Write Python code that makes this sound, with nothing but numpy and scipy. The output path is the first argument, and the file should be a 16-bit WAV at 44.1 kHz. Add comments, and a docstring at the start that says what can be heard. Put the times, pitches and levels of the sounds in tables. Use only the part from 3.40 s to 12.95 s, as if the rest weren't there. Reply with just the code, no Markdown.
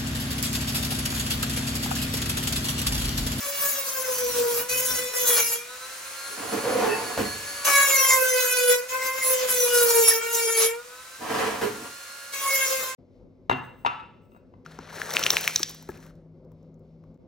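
"""On a workshop bench, a handheld rotary tool with a fluted burr grinds a metal plate in three goes.
Each flute bites once a turn: the cut sizzles and rasps, and the plate rings, hums and squeals.
The motor sags under load and picks up when lifted. Between the goes it whines freely while the plate
is dragged round and set down, scraping, groaning and bumping on the bench."""
import sys
import numpy as np
from scipy import signal
from scipy.fft import rfft, irfft, next_fast_len
from scipy.io import wavfile
from scipy.ndimage import uniform_filter1d, map_coordinates

SR = 44100
rng = np.random.default_rng(int(sys.argv[2]) if len(sys.argv) > 2 else 0)


def master(y):
    """Save y as 16-bit WAV."""
    cut = np.clip(np.atleast_2d(y).T, -1, 1)
    pcm = np.round(cut * 32767)  # scale
    wavfile.write(sys.argv[1], SR, pcm.astype(np.int16))


N = 421155
T = np.arange(N) / SR
FFT_SIZE = next_fast_len(N + 4096)
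FFT_HZ = np.fft.rfftfreq(FFT_SIZE, 1 / SR)

# The burr lands on the plate or is leant into it. Each row: start, end and attack in seconds; relative
# levels in dB of bite, rasp, ring, hum, bench shake, low plate modes and topmost sizzle;
# share of loose chips from 0 to 1; left over right in dB.
PASSES = [ (0.0, 0.69, 0.0046, -29.5, -44, -50.5, -33, -59, 16, 7.5, 0.12, 1.5),
          (0.666, 1.208, 0.059, -25.5, -41.5, -40, -36, -51, 15, 5, 0.61, 0.5),
          (1.283, 1.594, 0.014, -26.5, -39, -51, -33, -46, 4, 2, 0.19, 1),
          (1.594, 1.71, 0.023, -36, -42.5, -46, -32.5, -58, 16, -5, 0.26, 1),
          (1.694, 2.14, 0.086, -25.5, -39, -51, -31, -59, 10, -1.5, 0.17, 0.5),
          (4.243, 4.782, 0.011, -21, -34, -28.5, -26, -60.5, 2, -1, 0.09, 0.5),
          (4.723, 5.343, 0.04, -25.5, -37, -32.5, -22.5, -71, -3, -1, 0.05, -1),
          (5.477, 5.826, 0.016, -34.5, -44, -32.5, -31, -62.5, -1, 5.5, 0.42, 0.5),
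          (5.797, 6.057, 0.033, -29, -40, -37, -30.5, -65, 3, 6, 0.2, -0.7),
          (6.06, 6.762, 0.029, -22, -37, -39.5, -28, -60.5, 4, 0, 0.2, 0.1),
          (6.73, 6.922, 0.032, -37, -43.5, -35, -33, -76, -8.5, 10, .2, 0),
          (6.9, 7.267, 0.043, -27.5, -39.5, -34, -27, -83, -1, -3.5, 0.05, 0.5),
          (8.919, 9.495, 0.023, -34.5, -41.5, -38.5, -41.5, -62, -5, 2.5, 0.51, -0.1), ]
LOW_MODES, TOP_SIZZLE, LOOSE_CHIPS, PAN = 8, 9, 10, 11   # columns of PASSES
# The plate bumps on the bench. Each row: time in seconds, knock and thud in relative dB.
KNOCKS = [(2.885, -31.5, -52), (3.118, -18.5, -28), (3.264, -19, -38), (3.298, -23, -53),
          (3.421, -14.5, -52), (3.46, -12.5, -42), (3.776, -9.5, -23.5), (7.896, -23, -31.5),
          (8.213, -11, -25.5)]
DRAG_ATTACK_S, DRAG_RELEASE_S, THUD_ATTACK_S = 0.034, 0.038, 0.01


def from_db(db):
    """Decibels to gain."""
    return np.exp(np.asarray(db) * np.log(10) / 20)


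def rms_one(x):
    """Scale to unit power."""
    return x / np.sqrt(np.mean(x ** 2) + 1e-20)


def evened(x):
    """Ride the level to hold unit power from moment to moment."""
    power = uniform_filter1d(np.mean(x ** 2, axis=0), size=1500)
    return x / np.sqrt(np.maximum(power, 1e-12))


def drift(per_s, t=T):
    """Smooth random wander with a spread of about 1."""
    steps = np.arange(0, 4000, 1 / 8)
    curve = map_coordinates(rng.standard_normal(4000), [steps], order=2, mode="wrap")
    return np.interp(t * per_s, steps, curve)


def held(start, end, attack_s, release_s):
    """Envelope that rises, holds until the end and dies away."""
    return np.clip((T - start) / attack_s, 0, 1) * np.exp(-np.clip((T - end) / release_s, 0, 20))


def bell(at_s, half_s):
    """Bell-shaped swell and fade."""
    return np.exp(-np.minimum(((T - at_s) / half_s) ** 2, 20))


def coloured(x, eq):
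    """Shape with an EQ curve of (Hz, dB) points, at unit power."""
    hz, db = np.transpose(eq)
    gain = from_db(np.interp(np.log(np.maximum(FFT_HZ, 1)), np.log(hz), db))
    return rms_one(irfft(rfft(x, FFT_SIZE) * gain, FFT_SIZE)[..., :N])


def resonate(x, modes):
    """Parallel resonances of (Hz, width in Hz, dB), alternating in sign."""
    out = 0
    for k, (hz, width, db) in enumerate(modes):
        r = np.exp(-np.pi * width / SR)
        ringing = signal.lfilter([1, 0, -1], [1, -2 * r * np.cos(2 * np.pi * hz / SR), r * r], x)
        out = out + (-1) ** k * from_db(db) * (1 - r * r) / 2 * ringing
    return out


def in_shop(x, wet_db, side_db, t60_s=0.26):
    """Direct sound plus the workshop's dense reflections; side_db widens them."""
    t = np.arange(SR // 2) / SR
    mid, side = rng.standard_normal((2, len(t)))
    tail = (mid + from_db(side_db) * side * [[1], [-1]]) * from_db(-60 * t / t60_s) * (t > .002)
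    tail *= from_db(wet_db) / np.sqrt(np.sum(tail ** 2, axis=1, keepdims=True))
    return (x + signal.oaconvolve(x[None], tail, axes=1)[:, :N]) / np.sqrt(1 + from_db(wet_db) ** 2)


def panned(x, db):
    """Tip the balance; positive is left."""
    return x * from_db(db * np.array([[.5], [-.5]]))


def pass_curve(column):
    """One column of the passes, gliding from each pass into the next."""
    rows = np.array(PASSES)
    current = np.maximum(np.searchsorted(rows[:, 0], T, "right") - 1, 0)
    return uniform_filter1d(rows[current, column], size=1500)


def spindle_speed(spin_up_s=0.44):
    """Turns per second: sagging through each cut and climbing back between cuts, quickly at first."""
    # The loaded spindle, one curve a cut. Each point: time in seconds, speed in turns per second.
    cuts = [
        [(0.0, 570.1), (0.3, 561.4), (0.56, 527.5), (0.68, 512.3), (0.85, 492.9), (1.05, 479.0), (1.17, 474.0)],
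        [(1.32, 503.3), (1.44, 507.7), (1.6, 500.4), (1.8, 500.1), (2.04, 461.0), (2.17, 469.9)],
        [(4.25, 565.3), (4.37, 559.8), (4.456, 554.2), (4.578, 536), (4.68, 526.5), (4.77, 522), (4.81, 516),
         (5.02, 505.2), (5.28, 493.1), (5.41, 492.2)],
        [(5.5, 514.6), (5.8, 526), (5.96, 511.7), (6.08, 508.6), (6.25, 488.5), (6.37, 482), (6.48, 471.5),
         (6.69, 454.4), (6.8, 457)],
        [(6.92, 466.7), (7.04, 459.5), (7.21, 451.1), (7.29, 457.0)],
        [(8.92, 553.0), (9.08, 546.5), (9.24, 534.3), (9.42, 522.7), (9.54, 523.1)],
    ]
    points = list(cuts[0])
    for before, cut in zip(cuts, cuts[1:]):
        (lifted, slow), (landed, fast) = before[-1], cut[0]
        s = np.linspace(lifted, landed, 50)[1:]
        regained = 1 - np.exp(-(s - lifted) / spin_up_s)
        points += list(zip(s, slow + (fast - slow) * regained / regained[-1])) + list(cut[1:])
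    return np.interp(T, *np.transpose(points))


def pressure():
    """The hand leans on the tool: curves of extra bite, extra hum and chatter."""
    # Each row: time and half-length in seconds, extra bite and extra hum in dB, chatter from 0 to 1.
    presses = [(0.26, 0.079, 7.5, 2, 0.07), (0.593, 0.025, 2.5, 6, 0.2), (0.7, 0.041, -0.5, 11.5, 0),
               (0.845, 0.048, -6, 9, 0), (1.027, 0.16, -2, 12, 0.3), (1.886, 0.025, 9.5, 2, 0),
               (1.969, 0.049, 9, 0, 0.57), (4.29, 0.058, -1, 4, 0.82), (4.422, 0.032, 3.5, -13, 0),
               (4.5, 0.031, 2.5, 9.5, 0.33), (4.704, 0.017, 3.5, -13, 0), (5.1, 0.09, 2, -9, 0),
               (5.307, 0.018, 1, 4.5, 0.24), (5.656, 0.036, 7, -0.5, 0), (5.922, 0.051, 7.5, 7.5, 0),
               (6.026, 0.068, -4, 9.5, 0.74), (6.244, 0.042, -3, 7, 0), (6.305, 0.041, -7, -7, 0.27),
               (6.364, 0.074, 3, 10, 0.02), (6.598, 0.038, 1, 9.5, 0), (6.695, 0.025, 4.5, -5, 0.54),
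               (6.952, 0.068, 4.5, -1.5, 0.02), (7.23, 0.058, 6, 4.5, 0.93), (9.154, 0.097, 12, 16.5, 0),
               (9.322, 0.086, 7.5, 16, 0)]
    return sum(np.outer(effects, bell(s, half)) for s, half, *effects in presses)


def contact(speed, hum_hz=470.4, hum_half_width_hz=39):
    """Gains of hum, ring, rasp, bite and shake: each pass holds them; pressure rides all but shake."""
    # The plate's hum dips briefly during a cut, or dies away after the tool lifts.
    # Each row: time and half-length in seconds, dip in dB.
    hum_dips = [(0.766, 0.011, -9), (0.931, 0.017, -16), (1.723, 0.027, -10), (2.083, 0.082, -25),
                (2.314, 0.089, -11), (4.674, 0.024, -8), (5.814, 0.022, -23), (6.105, 0.022, -20),
                (6.817, 0.011, -16), (7.433, 0.012, -20)]
    bite = rasp = ring = hum = shake = 0
    for start, end, attack_s, bite_db, rasp_db, ring_db, hum_db, shake_db, *_ in PASSES:
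        burr = held(start, end, attack_s, release_s=0.037)
        plate = held(start, end, attack_s=0.048, release_s=0.079)
        bite = np.maximum(bite, from_db(bite_db) * burr)
        rasp = np.maximum(rasp, from_db(rasp_db) * burr)
        ring = np.maximum(ring, from_db(ring_db) * plate)
        hum = np.maximum(hum, from_db(hum_db) * plate)
        shake = np.maximum(shake, from_db(shake_db) * plate)
    press_db, swell_db, chatter = pressure()
    resonance = 1 / np.hypot(1, ((speed - hum_hz) / hum_half_width_hz) ** 2)
    dip_db = sum(db * bell(s, half) for s, half, db in hum_dips)
    # Hum and ring wander as the burr travels; the ring also flutters as it skips.
    hum *= resonance * from_db(swell_db + dip_db + 2 * drift(18))
    ring *= from_db(0.67 * press_db + 0.5 * chatter + 3 * drift(18) + 1.4 * drift(70))
    rasp *= from_db(0.55 * press_db + 5.5 * chatter)
    return hum, ring, rasp, bite * from_db(press_db), shake


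def cut_marks(turns, memory=0.937):
    """Each turn retraces most of the last one's groove, a pitched rasp; chips and chatter break it up."""
    marks = signal.lfilter([1], [1, -memory], rng.standard_normal((5400, 72)), axis=0)   # one row a turn
    fine = signal.resample_poly(marks.ravel(), 4, 1)
    groove = rms_one(np.interp(turns * fine.size / len(marks), np.arange(fine.size), fine))
    *_, chatter = pressure()
    loose = np.clip(pass_curve(LOOSE_CHIPS) + chatter, 0, 1)
    return np.sqrt(1 - loose) * groove + np.sqrt(loose) * rng.standard_normal(N)


def flute_strikes(turns, flutes=12, runout_db=39, uneven_db=1.5, rough_db=5.5):
    """One click per flute per turn; the burr runs off-centre, so one side bites deepest."""
    steps, out = np.arange(6000), np.zeros(N + 1)
    turn_s = np.interp(steps, turns, T)
    for k in range(flutes):
        place = k / flutes + 0.0059 * drift(5, turn_s) + 0.00035 * rng.standard_normal(len(steps))
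        depth_db = runout_db * np.cos(2 * np.pi * k / flutes) + uneven_db * drift(9, turn_s)
        depth_db += rough_db * np.clip(rng.standard_normal(len(steps)), -1.5, 1.5)
        at = np.interp(steps + place, turns, np.arange(N))
        force = from_db(depth_db) * (at > 0) * (at < N - 1)
        np.add.at(out, at.astype(int), force * (1 - at % 1))
        np.add.at(out, at.astype(int) + 1, force * (at % 1))
    return out[:N]


def shifting(x, depth_db, per_s, bands, span_hz=(1800, 16000)):
    """As the contact point travels, each band swells and fades on its own."""
    spectrum, out = rfft(x, FFT_SIZE), 0
    place = np.interp(np.log(np.maximum(FFT_HZ, 1)), np.log(span_hz), [0, bands - 1])
    for k in range(bands):
        band = irfft(spectrum * np.maximum(1 - np.abs(place - k), 0), FFT_SIZE)[:N]
        out = out + band * from_db(depth_db * np.clip(drift(per_s), -1.5, 1.5))
    return rms_one(out)


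def sizzle(turns, chips, split_hz=9000, topmost_hz=13000):
    """Bright hiss of flutes and chips; its top surges with pressure and as the cutting angle shifts."""
    # Tone of the bite. Each row: frequency in Hz, relative level in dB.
    bite_eq = [(2400, -30), (3300, -15), (4800, -8), (6200, -2), (7600, -3), (9000, -6), (10400, 4.5),
               (11400, 5.5), (12800, -4), (14800, 3.5), (16500, 2.5)]
    strikes = evened(coloured(flute_strikes(turns), bite_eq)[None])[0]
    teeth = shifting(strikes + from_db(1) * coloured(chips, bite_eq), depth_db=4, per_s=26, bands=16)
    low = signal.sosfilt(signal.butter(4, split_hz, "low", fs=SR, output="sos"), teeth)
    top = signal.sosfilt(signal.butter(4, split_hz, "high", fs=SR, output="sos"), teeth)
    topmost = signal.sosfiltfilt(signal.butter(4, topmost_hz, "high", fs=SR, output="sos"), top)
    top += topmost * (from_db(pass_curve(TOP_SIZZLE)) - 1)
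    press_db, *_ = pressure()
    top *= from_db(0.25 * press_db + 2.2 * drift(22))
    return evened(in_shop(low + top, wet_db=-1.5, side_db=-7))


def plate_ring(turns, marks, depth):
    """The deepest bite of each turn shoves the plate into ringing, ragged with the groove's marks."""
    # The plate's modes. Each row: frequency and width in Hz, relative level in dB.
    modes = [(874, 38, -7), (1047, 78, 6), (1081, 46, 7.5), (1428, 94, -1), (1497, 99, 2.5), (1688, 32, 2),
             (2096, 35, 4.5), (2163, 15.7, 12.5), (2234, 78, -3), (2217, 13, 4.5), (2468, 160, -3.5)]
    shove = np.exp(14 * (np.cos(2 * np.pi * turns) - 1)) * from_db(1.55 * depth)
    push = rms_one(np.diff(shove, prepend=shove[0])) + from_db(-8) * marks
    low = resonate(push * from_db(pass_curve(LOW_MODES)), modes[:3])   # depends on where the burr touches
    return evened(in_shop(low - resonate(push, modes[3:]), wet_db=7, side_db=-5))


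def groove_rasp(chips):
    """The burr rides over its own marks and chips: the coarse body of the cut."""
    # Tone of the rasp. Each row: frequency in Hz, relative level in dB.
    rasp_eq = [(60, -48), (250, -15.5), (470, 7.5), (750, -2), (1100, 4.5), (2300, 4), (3200, 1.5),
               (4500, 0.5), (7000, 5.5), (16000, -23)]
    worn = shifting(chips, depth_db=3.5, per_s=22, bands=20)
    return in_shop(coloured(worn, rasp_eq), wet_db=2, side_db=1) * from_db(9)


def bench_shake():
    """The bench shakes under the cut with a low, uneven rumble."""
    # Tone of the shake. Each row: frequency in Hz, relative level in dB.
    shake_eq = [(25, -32), (45, -22), (65, -6), (105, -15), (140, -2.5), (185, -22), (240, -2.5),
                (330, -13.5), (600, -23.5)]
    shake = in_shop(coloured(rng.standard_normal(N), shake_eq), wet_db=-5.5, side_db=-15)
    return shake * from_db(4.5 + 3.45 * drift(15))


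def grinding(spindle_turns, speed):
    """Flutes sizzle and ring the plate, the groove rasps, and the off-centre push hums once a turn."""
    hum_gain, ring_gain, rasp_gain, bite_gain, shake_gain = contact(speed)
    turns = spindle_turns + .005 * drift(70)   # catching and slipping smears the highest harmonics
    marks = cut_marks(turns)
    chips = marks * from_db(5.5 * np.cos(2 * np.pi * turns) + 1.9 * drift(150))
    bite = bite_gain * sizzle(turns, chips) * from_db(1.58 * drift(50))
    depth = drift(120)
    ring = ring_gain * plate_ring(turns, marks, depth)
    rasp = rasp_gain * groove_rasp(chips)
    hum_phase = 2 * np.pi * turns + [[.55], [-.55]] + 0.29 * drift(35)
    hum = hum_gain * np.sqrt(2) * np.sin(hum_phase) * from_db(1.26 * depth)
    grip = from_db(0.75 * drift(28))   # the hand's pressure trembles
    return grip * (hum + ring + rasp + bite) + shake_gain * bench_shake()


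def room_tone(level_db=-58.5):
    """The low murmur of the workshop's air."""
    # Tone of the room. Each row: frequency in Hz, relative level in dB.
    room_eq = [(20, -32), (55, -1), (130, -7), (300, -5.5), (1000, -7), (4000, -10), (16000, -46)]
    return from_db(level_db) * coloured(rng.standard_normal(N), room_eq)


def motor(turns, speed, free_speed_hz=565, air_loss_db_per_hz=0.0661, fade_s=0.0081):
    """Cooling air rushes throughout; shaft, bearing and fan tones whine while the tool runs free."""
    # The tool is lifted. Each row: start and end in seconds, air and whine at full speed in relative dB.
    pauses = [(2.203, 4.256, -41.5, -43), (7.334, 8.917, -46.5, -49)]
    # The whine's tones. Each row: multiple of the speed, relative dB in the first pause and in the
    # second, dB lost per Hz of sag.
    partials = [(1, -9, -8, .1), (2, -11, -9, .05), (2.555, -2, 3.5, .13), (3, -8, -3.5, 0),
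                (4, -13, -14, .1), (5.11, -14, -9, .1), (7.665, -6, -5, .12), (8, -5, -13, .14),
                (11.66, -12, -15, .15), (18, 1, -4, .24)]
    # Turning the tool brings a tone out or hides it.
    # Each row: multiple of the speed, time and half-length in seconds, change in dB.
    swells = [(3, 3.95, .42, 8), (2.555, 4.0, .27, -7), (7.665, 3.9, .17, 7), (7.665, 8.73, .12, 7),
              (2.555, 8.68, .12, 3), (3, 8.5, .3, -3)]
    # Tone of the cooling air. Each row: frequency in Hz, relative level in dB.
    air_eq = [(200, -20), (500, -3), (800, -3), (1300, 3), (2400, 1), (3300, -3), (5000, -1), (6800, 0),
              (11000, -5), (16000, -9)]
    sag, tones = free_speed_hz - speed, 0
    first, second = (from_db(db) * held(start, end, fade_s, fade_s) for start, end, _, db in pauses)
    for order, first_db, second_db, loss in partials:
        gain = from_db(first_db) * first + from_db(second_db) * second
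        swell_db = sum(db * bell(s, half) for tone, s, half, db in swells if tone == order)
        gain *= from_db(swell_db - loss * sag + 1.4 * drift(5))
        tones = tones + gain * np.sin(2 * np.pi * order * turns)
    whine = in_shop(tones * from_db(2.2 * drift(30)), wet_db=-7, side_db=4) * from_db(2.5)
    air_points = [(s, db) for start, end, db, _ in pauses for s in (start, end)]
    air_db = np.interp(T, *np.transpose(air_points)) + 5 - air_loss_db_per_hz * sag
    air = in_shop(coloured(rng.standard_normal(N), air_eq), wet_db=-2, side_db=6.5)
    return whine + air * from_db(air_db)


def squeals(turns):
    """The plate locks on to the burr: short ragged tones on whole multiples of the spindle speed."""
    # Each row: time and half-length in seconds, multiple of the speed, relative level in dB.
    locks = [(0.566, 0.02, 3, -38), (0.85, 0.14, 12, -37.5), (1.345, 0.027, 5, -34), (1.897, .02, 13, -36),
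             (1.89, .022, 31, -24), (1.92, 0.045, 7, -33), (2.007, 0.05, 5, -29.5), (2.185, 0.085, 5, -42),
             (4.365, 0.085, 2, -23), (4.374, 0.063, 4, -20.5), (4.408, 0.052, 3, -21.5),
             (4.433, 0.014, 13, -22), (4.515, .03, 13, -23), (4.557, 0.026, 4, -24), (4.6, 0.034, 11, -23),
             (4.654, 0.012, 4, -25), (4.72, 0.074, 2, -26), (4.727, 0.033, 4, -17.5),
             (4.728, 0.031, 13, -28), (4.848, 0.065, 3, -28), (4.91, .04, 12, -32),
             (4.938, 0.037, 4, -26.5), (5.06, 0.044, 3, -25), (5.192, 0.027, 5, -27),
             (5.287, 0.025, 3, -29.5), (5.295, 0.018, 22, -18.5), (5.616, 0.025, 4, -30),
             (5.827, 0.023, 4, -26), (5.883, 0.054, 21, -23), (6.217, 0.036, 12, -24),
             (6.24, 0.049, 23, -28), (6.365, 0.052, 3, -27.5), (6.689, 0.011, 24, -10),
             (6.691, 0.042, 12, -26), (6.721, 0.011, 4, -23.5), (7.192, 0.031, 24, -20.5),
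             (9.064, 0.042, 2, -28), (9.128, 0.098, 4, -30.5), (9.23, 0.036, 3, -33.5)]
    out, wavering = np.zeros(N), turns + 0.0072 * drift(200)
    for s, half, order, db in locks:
        near = np.abs(T - s) < 3 * half
        swell = from_db(db) * bell(s, half)[near]
        out[near] += np.sqrt(2) * swell * np.sin(2 * np.pi * round(order) * wavering[near])
    return in_shop(out * from_db(2 * drift(400)), wet_db=-7, side_db=3)


def sliding():
    """Gains of rumble, scrape and grit: drags swell with their speed; bumps add a thud and a skid."""
    # The plate is dragged. Each row: start, fastest moment and end in seconds; scrape, rumble and grit
    # in relative dB.
    drags = [(2.954, 3.42, 3.76, -27.5, -35.5, -53), (3.868, 3.948, 4.3, -47.5, -51, -74),
             (7.781, 8.034, 8.225, -26, -36.5, -34.5), (8.27, 8.443, 8.47, -39.5, -38, -55)]
    thuds = sum(from_db(db) * held(s, s + THUD_ATTACK_S, THUD_ATTACK_S, 0.057) for s, _, db in KNOCKS)
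    rumble, scrape, grit = thuds, from_db(-3.5) * thuds, from_db(-15.5) * thuds
    for start, fastest, end, scrape_db, rumble_db, grit_db in drags:
        moving = held(start, end, DRAG_ATTACK_S, DRAG_RELEASE_S)
        slowness = np.interp(T, [start, fastest, end], [1, 0, 1])
        scrape = np.hypot(scrape, moving * from_db(scrape_db - 9.5 * slowness))
        rumble = np.hypot(rumble, moving * from_db(rumble_db - 8 * slowness))
        grit = np.hypot(grit, moving * from_db(grit_db - 24.5 * slowness))   # crunches only when fast
    return rumble, scrape, grit


def handling(slips_per_s=12000, knock_decay_s=0.012):
    """The dragged plate sticks and slips into the bench's resonances, and bumps as it settles."""
    # Modes of the bench with the plate on it. Each row: frequency and width in Hz, relative level in dB.
    bench_modes = [(243, 20, -3.5), (413, 24.6, 15), (453, 50, 10), (890, 250, -8), (1102, 210, -17.5),
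                   (1430, 77, -0.5), (1770, 43, -7.5), (2600, 73, -33)]
    # Tones of scrape, rumble and grit. Each row: frequency in Hz, relative level in dB.
    scrape_eq = [(150, -18), (350, -0.5), (900, 4), (1700, -5.5), (3000, -12), (5000, -17), (9000, -24.5),
                 (16000, -26)]
    rumble_eq = [(25, -32), (50, -7), (90, 2.5), (140, 4), (185, 5), (250, 17), (340, 8), (600, -15.5)]
    grit_eq = [(700, -22), (1400, 11), (3000, 4), (4500, -8), (7000, -2.5), (11000, -7), (16000, -39)]
    rumble_gain, scrape_gain, grit_gain = sliding()
    slips = rng.standard_normal(N) * (rng.random(N) < slips_per_s / SR) * from_db(2.2 * drift(60))
    scrape = from_db(-5.5) * rms_one(resonate(slips, bench_modes))
    scrape += from_db(-1) * coloured(slips, scrape_eq)
    rumble = coloured(rng.standard_normal(N), rumble_eq) * from_db(-2)
    blows = sum(from_db(db) * np.exp(-np.abs(T - s) / knock_decay_s) * (T >= s) for s, db, _ in KNOCKS)
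    rattle = rng.standard_normal(N)
    knock = resonate(blows * rattle, bench_modes) * from_db(8)
    knock += blows * coloured(rattle, scrape_eq) * from_db(-18.5)
    crack = blows * coloured(rng.standard_normal(N), scrape_eq) * from_db(-12.5)
    roomy = scrape_gain * scrape + grit_gain * coloured(slips, grit_eq) + knock
    close = rumble_gain * rumble + crack
    return in_shop(roomy, wet_db=9, side_db=-2.5) + in_shop(close, wet_db=-2.5, side_db=-12)


def groan():
    """Uneven friction keeps one resonance after another sounding under the dragged plate."""
    # Each row: start and end in seconds, frequency and width in Hz, level in dB.
    groans = [(3.227, 3.415, 508, 22, -24), (3.41, 3.608, 877, 12, -32), (3.463, 3.55, 1807, 27, -35),
              (3.48, 3.525, 2615, 36, -33), (7.96, 8.02, 1350, 40, -35)]
    out = 0
    for start, end, hz, width, db in groans:
        tone = rms_one(resonate(rng.standard_normal(N), [(hz, width, 0)]))
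        out = out + from_db(db) * held(start, end, DRAG_ATTACK_S, DRAG_RELEASE_S) * tone
    return in_shop(out, wet_db=-4.5, side_db=2)


def boom(at_s=3.785, level_db=-41, hz=83.6, width_hz=27):
    """The bench's lowest resonance dies away after the heaviest bump."""
    swell = from_db(level_db) * held(at_s, at_s + THUD_ATTACK_S, THUD_ATTACK_S, release_s=0.17)
    return swell * rms_one(resonate(rng.standard_normal(N), [(hz, width_hz, 0)]))


def scene():
    """Tool, plate and bench over a bed of room tone."""
    speed = spindle_speed()
    turns = np.cumsum(speed) / SR
    burr = panned(grinding(turns, speed) + squeals(turns), pass_curve(PAN))
    bench = panned(handling() + groan() + boom(), db=-0.8)
    return burr + bench + room_tone() + motor(turns, speed)


def record(dry):
    """Soft-clip the peaks, delay the right channel by a fraction of a sample and cut the very top."""
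    ceiling, late_samples, cutoff_hz = .9, .8, 15900
    left, right = ceiling * np.tanh(dry / ceiling)
    delay = np.exp(-2j * np.pi * FFT_HZ * late_samples / SR)
    right = irfft(rfft(right, FFT_SIZE) * delay, FFT_SIZE)[:N]
    return signal.sosfilt(signal.ellip(10, .2, 80, cutoff_hz, fs=SR, output="sos"), [left, right])


dry = scene()
out = record(dry)
master(out)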